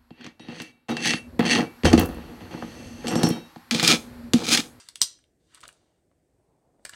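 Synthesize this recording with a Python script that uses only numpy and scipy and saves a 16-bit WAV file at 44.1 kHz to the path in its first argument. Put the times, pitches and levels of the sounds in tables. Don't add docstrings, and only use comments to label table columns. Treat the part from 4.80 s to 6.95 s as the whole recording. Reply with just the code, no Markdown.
import sys
import numpy as np
from scipy import signal
from scipy.io import wavfile
from scipy.ndimage import uniform_filter1d

SR = 44100
rng = np.random.default_rng(int(sys.argv[2]) if len(sys.argv) > 2 else 0)


def gain_from_db(level_db):
    decades = np.asarray(level_db, float) / 20
    return 10 ** decades


def unload_audio(sound):
    columns = np.transpose(np.atleast_2d(sound))
    steps = np.round(np.clip(columns, -1, 1) * 32767)
    wavfile.write(sys.argv[1], SR, steps.astype(np.int16))


N = 94815
LEAD = 4410

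# (frequency [Hz], level [dB per Hz])
AIR_SPECTRUM = [(18, -31), (30, -1), (165, -3), (210, -13), (295, -4), (721, -16), (937, -34), (1760, -26),
                (3140, -34), (8300, -33), (16000, -43)]
AIR_DB = -70
# (frequency [Hz], t60 [s])
ROOM_DECAY = [(150, 0.15), (600, 0.22), (1500, .33), (3000, .33), (4500, .28), (6000, .3), (9000, .24),
              (14000, .2)]
ROOM_DB, ROOM_GAP_S, NEAR_DB, NEAR_T60_S = -15.5, .008, -10.5, 0.086
# (time [s], mean level [dB])
RUSTLE_LEVELS = [(0, -82), (0.698, -88), (.85, -68.5), (1.0, -74), (1.2, -80), (1.45, -85), (1.6, -75.5),
                 (1.9, -72.5), (2.15, -72)]

# (frequency [Hz], relative level [dB], longest t60 [s])
THUD_MODES = [(120, -2, .04), (227, -1.5, .025), (330, -2.5, .03)]
HOLLOW_MODES = [(487, -8, .025), (590, 1, .03), (690, 1, .03)]
LOW_MODES = [(1060, -6, 0.0064), (1380, -2.5, .009), (1730, -0.5, .009), (1960, -2, 0.012),
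             (2300, 0, 0.008), (2830, 1.5, 0.0091), (3250, 1, .008), (3590, -3, .007)]
MID_MODES = [(3850, -2, .008), (4250, -2.5, .007), (4640, 0.5, .008), (4810, -0.5, .008),
             (5350, -2.5, .005), (5770, 1.5, .007), (6180, -0.5, .006), (6780, 0, 0.0069)]
HIGH_MODES = [(7660, 0.5, .005), (8200, 0, .005), (8700, 0.5, .005), (9130, 0, .005), (9800, -9.5, .003),
              (10900, -16, .002), (12000, -18, .002), (14000, -21, .002)]
MODE_GROUPS = (LOW_MODES, MID_MODES, HIGH_MODES)
# (lower edge [Hz], upper edge [Hz])
GROUP_BANDS = [(800, 3800), (3500, 7500), (6800, 16000)]
DETUNE, COLOUR_DB = .012, 1.5
FALL_DB_PER_OCTAVE = 16
MOST_CYCLES = 36
STILL = np.zeros((2, 8))

# (time [s], low modes [dB], middle modes [dB], high modes [dB])
SLIDE_STROKES = [
    [(0, -64, -66, -77), (.05, -72, -68, -71), (.09, -62, -72, -76), (.15, -82, -83, -86),
     (.2, -76, -74, -74)],
    [(.6, -87, -89, -99.5), (.66, -89, -82.5, -90.5), (.73, -65, -73.5, -81), (.76, -62.5, -68.5, -73),
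     (.79, -65, -76.5, -81), (.82, -71.5, -70, -73), (.86, -66, -76, -75.5), (.92, -84, -73.5, -82),
     (1.0, -80, -80, -91.5), (1.2, -89, -94.5, -109)],
    [(1.98, -100, -100, -105), (2.04, -90, -86, -84.5), (2.06, -66.5, -67.5, -68),
     (2.11, -72, -71.5, -72.5), (2.15, -64, -60, -69)],
]
RUBS_PER_S, IMPACTS_PER_S = 14000, 10000
SIZE_DB = 2
# (end time [s], level at the end [dB])
SQUEAKS = [(.1565, -60), (.216, -40.5), (.879, -58)]
SQUEAK_HZ, SQUEAK_RISE_DB_PER_S, SQUEAK_WIDTH_HZ = 7940, 2000, 450
# (time [s], deep level [dB], hollow level [dB])
THUDS = [(.2155, -40, -39), (.833, -57, -58), (.850, -63, -52), (.875, -64, -52.5), (1.313, -69, -64),
         (1.9945, -62, -57), (2.051, -59, -43), (2.134, -54.5, -55)]
# (time [s], level [dB], length [s], pitch [Hz])
KNOCKS = [(.772, -54.5, 0.011, 1330), (.833, -41.5, 0.0088, 1390), (.845, -53, 0.015, 1310),
          (2.052, -37, 0.0024, 1730), (2.094, -45.5, 0.0047, 1720), (2.125, -51.5, 0.013, 1800),
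          (2.138, -48, .009, 1750)]
KNOCK_WIDTH_HZ, KNOCK_WIDE_DB = 260, -3
# (time [s], middle level [dB], low level [dB], high level [dB], chatter length [s],
# strongest low pitch [Hz], strongest middle pitch [Hz]); a chatter lasts at least 0.6 ms
CLICKS = [(.0868, -38, -49, -45, .0032, 2300, 4600), (.1562, -40, -39, -41, .003, 2700, 5000),
          (.2118, -50, -42.5, -55.5, .0031, 2790, 4500), (.2157, -12, -26, -19, .0026, 3260, 4700),
          (.2236, -18.5, -33.5, -27.5, .0026, 3100, 4900), (.2303, -25, -42, -28, .002, 3000, 4800),
          (.2360, -28, -49, -32, .0028, 3300, 4930), (.2420, -35.5, -41.5, -44, .003, 3287, 4800),
          (.3892, -75, -62, -67, .0014, 1469, 5000), (.4394, -73, -64, -76, .003, 3300, 3980),
          (.7400, -68, -65.5, -72, .0043, 2500, 4500), (.7462, -53, -57, -48.5, 0.0028, 2700, 4800),
          (.7530, -55, -55.5, -72, .0026, 3300, 4000), (.7722, -66.5, -57.5, -75, 0.00407, 1500, 4000),
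          (.8057, -57.5, -59, -54.5, .002, 3300, 4217), (.8122, -53.5, -64, -53, .003, 3000, 5400),
          (.8305, -62, -47, -67, .003, 2700, 4100), (.8530, -61, -47.5, -64, .0043, 2500, 4100),
          (.8790, -46.5, -66, -44, .002, 2800, 6400), (.8886, -64, -45, -62, .003, 2820, 4000),
          (.9275, -64, -72, -60, .001, 2520, 6000), (1.3140, -88, -68, -105, 0.0019, 1050, 4000),
          (1.9948, -99, -74, -99, .0022, 1000, 4000), (2.0504, -39, -46, -39, .0017, 1900, 4500),
          (2.0521, -40.5, -42, -42.5, .003, 1730, 4500), (2.0600, -48, -48, -62, .006, 2000, 5200),
          (2.0910, -56, -56.5, -65, .002, 1800, 4000), (2.0938, -43.5, -41.5, -41, .002, 1780, 4000),
          (2.1345, -52, -43.5, -63, .003, 2800, 4000)]
EARLIER_CLICK = (-30, -32.5, -34.5, -0.01, 2800, 5200.5)
EARLIER_S = -.018
FIRM_IMPACT_DB = 8
RATTLE_DB, RATTLE_T60_S = -14.5, 0.042

DIP_HZ, DIP_WIDTH_HZ = 850, 130
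MIC_HZ, MIC_WIDTH_HZ, MIC_PEAK_DB, MIC_LOW_HZ = 8380, 940, 5.5, 45


def evened(x):
    return x / np.sqrt(np.mean(x ** 2) + 1e-20)


def peaked(x, db):
    return gain_from_db(db) * x / np.sqrt(uniform_filter1d(x ** 2, size=132).max())


def read(points, hz):
    f, value = np.transpose(points)
    return np.interp(np.log(hz + 1), np.log(f + 1), value)


def add(mix, s, sound):
    part = mix[round(s * SR) + LEAD:][:len(sound)]
    part += sound[:len(part)]


def band(x, low_hz, high_hz, order=3):
    return signal.sosfilt(signal.butter(order, (low_hz, high_hz), "band", fs=SR, output="sos"), x)


def air():
    frames, hz = N // 256 + 5, np.fft.rfftfreq(1024, 1 / SR)
    real, imaginary, patches = rng.standard_normal((frames, 513, 3)).T
    patches = uniform_filter1d(patches, size=8, axis=0)
    patches = evened(uniform_filter1d(patches, size=12, axis=1))
    z = (real + 1j * imaginary) * gain_from_db(read(AIR_SPECTRUM, hz)[:, None] + 0.5 * patches)
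    return gain_from_db(AIR_DB) * evened(signal.istft(z, nperseg=1024, noverlap=768)[1][:N])


def rustle():
    s, db = np.transpose(RUSTLE_LEVELS)
    lumps = evened(uniform_filter1d(rng.standard_normal(N), size=900))
    dull = band(rng.standard_normal(N), 250, 850)
    return gain_from_db(np.interp(np.arange(N) / SR, s, db) + 2.0 * lumps) * evened(dull)


def room(x):
    size = SR // 2
    taps, t = np.zeros(size), np.arange(size) / SR
    at = np.arange(20, size - 12, 12)
    taps[at + rng.integers(0, 12, len(at))] = rng.choice([-1., 1.], len(at))
    near = taps * gain_from_db(-60 * t / NEAR_T60_S)
    hz, frame_t, z = signal.stft(taps, SR, nperseg=256)
    decay = gain_from_db(-60 * frame_t / read(ROOM_DECAY, hz)[:, None])
    tail = signal.istft(z * decay, SR, nperseg=256)[1][:size]
    tail = tail * np.clip(t / ROOM_GAP_S, 0, 1) ** 2
    near = gain_from_db(NEAR_DB) * near / np.linalg.norm(near)
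    tail = gain_from_db(ROOM_DB) * tail / np.linalg.norm(tail)
    return signal.fftconvolve(x, near + tail)[:len(x)]


def ring(modes, chance, edges=None, top_hz=None):
    hz, db, t60 = np.transpose(modes)[:, :, None]
    t, c = np.arange(3000) / SR, chance[:, :len(modes), None]
    if top_hz:
        db = db - FALL_DB_PER_OCTAVE * abs(np.log2(hz / top_hz))
    hz = np.minimum(hz * (1 + DETUNE * c[0]), 16000)
    t60 = np.minimum(t60, MOST_CYCLES / hz)
    out = (gain_from_db(db + COLOUR_DB * c[1] - 60 * t / t60) * np.sin(2 * np.pi * hz * t)).sum(0)
    return band(out, *edges) if edges else out


def impacts(size, per_s):
    u = rng.random((size, 3))
    happens = u[:, 0] < per_s / SR
    return happens * np.sign(u[:, 1] - .5) * gain_from_db(-SIZE_DB * np.log(u[:, 2] + .02))


def slide():
    t = (np.arange(N + LEAD) - LEAD) / SR
    rubs, out = impacts(N + LEAD, RUBS_PER_S), 0
    for rows in SLIDE_STROKES:
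        s, *levels = np.transpose(rows)
        for modes, db, edges in zip(MODE_GROUPS, levels, GROUP_BANDS):
            rung = signal.oaconvolve(rubs, ring(modes, STILL, edges))[:len(t)]
            after = db[-1] if s[-1] > 2 else -200
            out = out + gain_from_db(np.interp(t, s, db, -200, after)) * evened(rung)
    return out


def squeak(s, db):
    t = np.arange(-1500, 0) / SR
    r = np.exp(-np.pi * SQUEAK_WIDTH_HZ / SR)
    noise = signal.lfilter([1], [1, -r], rng.standard_normal((1500, 2)), axis=0)
    fuzz = 1 + 0.3 * evened(noise) @ [1, 1j]
    tone = (fuzz * np.exp(2j * np.pi * SQUEAK_HZ * t)).real
    return s - 1500 / SR, gain_from_db(db + SQUEAK_RISE_DB_PER_S * t) * np.sqrt(2) * tone


def thud(s, deep_db, hollow_db):
    deep_chance, hollow_chance = rng.standard_normal((2, 2, 8))
    deep = np.convolve(np.hanning(60), ring(THUD_MODES, deep_chance))[:3000]
    hollow = np.convolve(np.hanning(30), ring(HOLLOW_MODES, hollow_chance))[:3000]
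    return s, peaked(deep, deep_db) + peaked(hollow, hollow_db)


def knock(s, db, length_s, hz):
    t = np.arange(3000) / SR
    drive = rng.standard_normal(3000) * np.exp(-(2 * t / length_s - 1) ** 4)
    tone = np.exp(-np.pi * KNOCK_WIDTH_HZ * t) * np.sin(2 * np.pi * hz * t) * np.minimum(t * hz, 1)
    low, mid, high = (ring(m, STILL, e) for m, e in zip(MODE_GROUPS, GROUP_BANDS))
    hollow = evened(signal.fftconvolve(drive, tone))
    wide = evened(signal.fftconvolve(drive, low + mid + .4 * high))
    return s, peaked(hollow + gain_from_db(KNOCK_WIDE_DB) * wide, db)


def click(s, mid_db, low_db, high_db, length_s, low_hz, mid_hz):
    t = np.arange(1500) / SR
    u = np.clip(t / max(length_s, .0006), 0, 1)
    chatter = np.sin(np.pi * u ** 0.5) ** 0.5
    shape = chatter + u * gain_from_db(RATTLE_DB - 60 * t / RATTLE_T60_S)
    firm = gain_from_db(FIRM_IMPACT_DB) * (np.arange(1500) == np.argmax(shape))
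    levels, pitches = (low_db, mid_db, high_db), (low_hz, mid_hz, None)
    chances = rng.standard_normal((3, 2, 8))
    out = 0
    for modes, db, chance, edges, top_hz in zip(MODE_GROUPS, levels, chances, GROUP_BANDS, pitches):
        drive = firm + shape * impacts(1500, IMPACTS_PER_S)
        out = out + peaked(signal.fftconvolve(drive, ring(modes, chance, edges, top_hz)), db)
    return s, out


def scene():
    toy = slide()
    add(toy, *click(EARLIER_S, *EARLIER_CLICK))
    for rows, source in (SQUEAKS, squeak), (THUDS, thud), (KNOCKS, knock), (CLICKS, click):
        for row in rows:
            add(toy, *source(*row))
    toy = signal.lfilter(*signal.iirnotch(DIP_HZ, DIP_HZ / DIP_WIDTH_HZ, SR), toy)
    return ((toy + room(toy))[LEAD:] + air() + rustle())[None]


def band_limit(x):
    return signal.sosfilt(signal.butter(12, 16800, fs=SR, output="sos"), x)


def record(dry):
    r = np.exp(-np.pi * MIC_WIDTH_HZ / SR)
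    poles = [1, -2 * r * np.cos(2 * np.pi * MIC_HZ / SR), r * r]
    peak = signal.lfilter([1 - r, 0, r - 1], poles, dry)
    coloured = dry + (gain_from_db(MIC_PEAK_DB) - 1) * peak
    return band_limit(band(coloured, MIC_LOW_HZ, 16000, order=4))


dry = scene()
out = record(dry)
unload_audio(out)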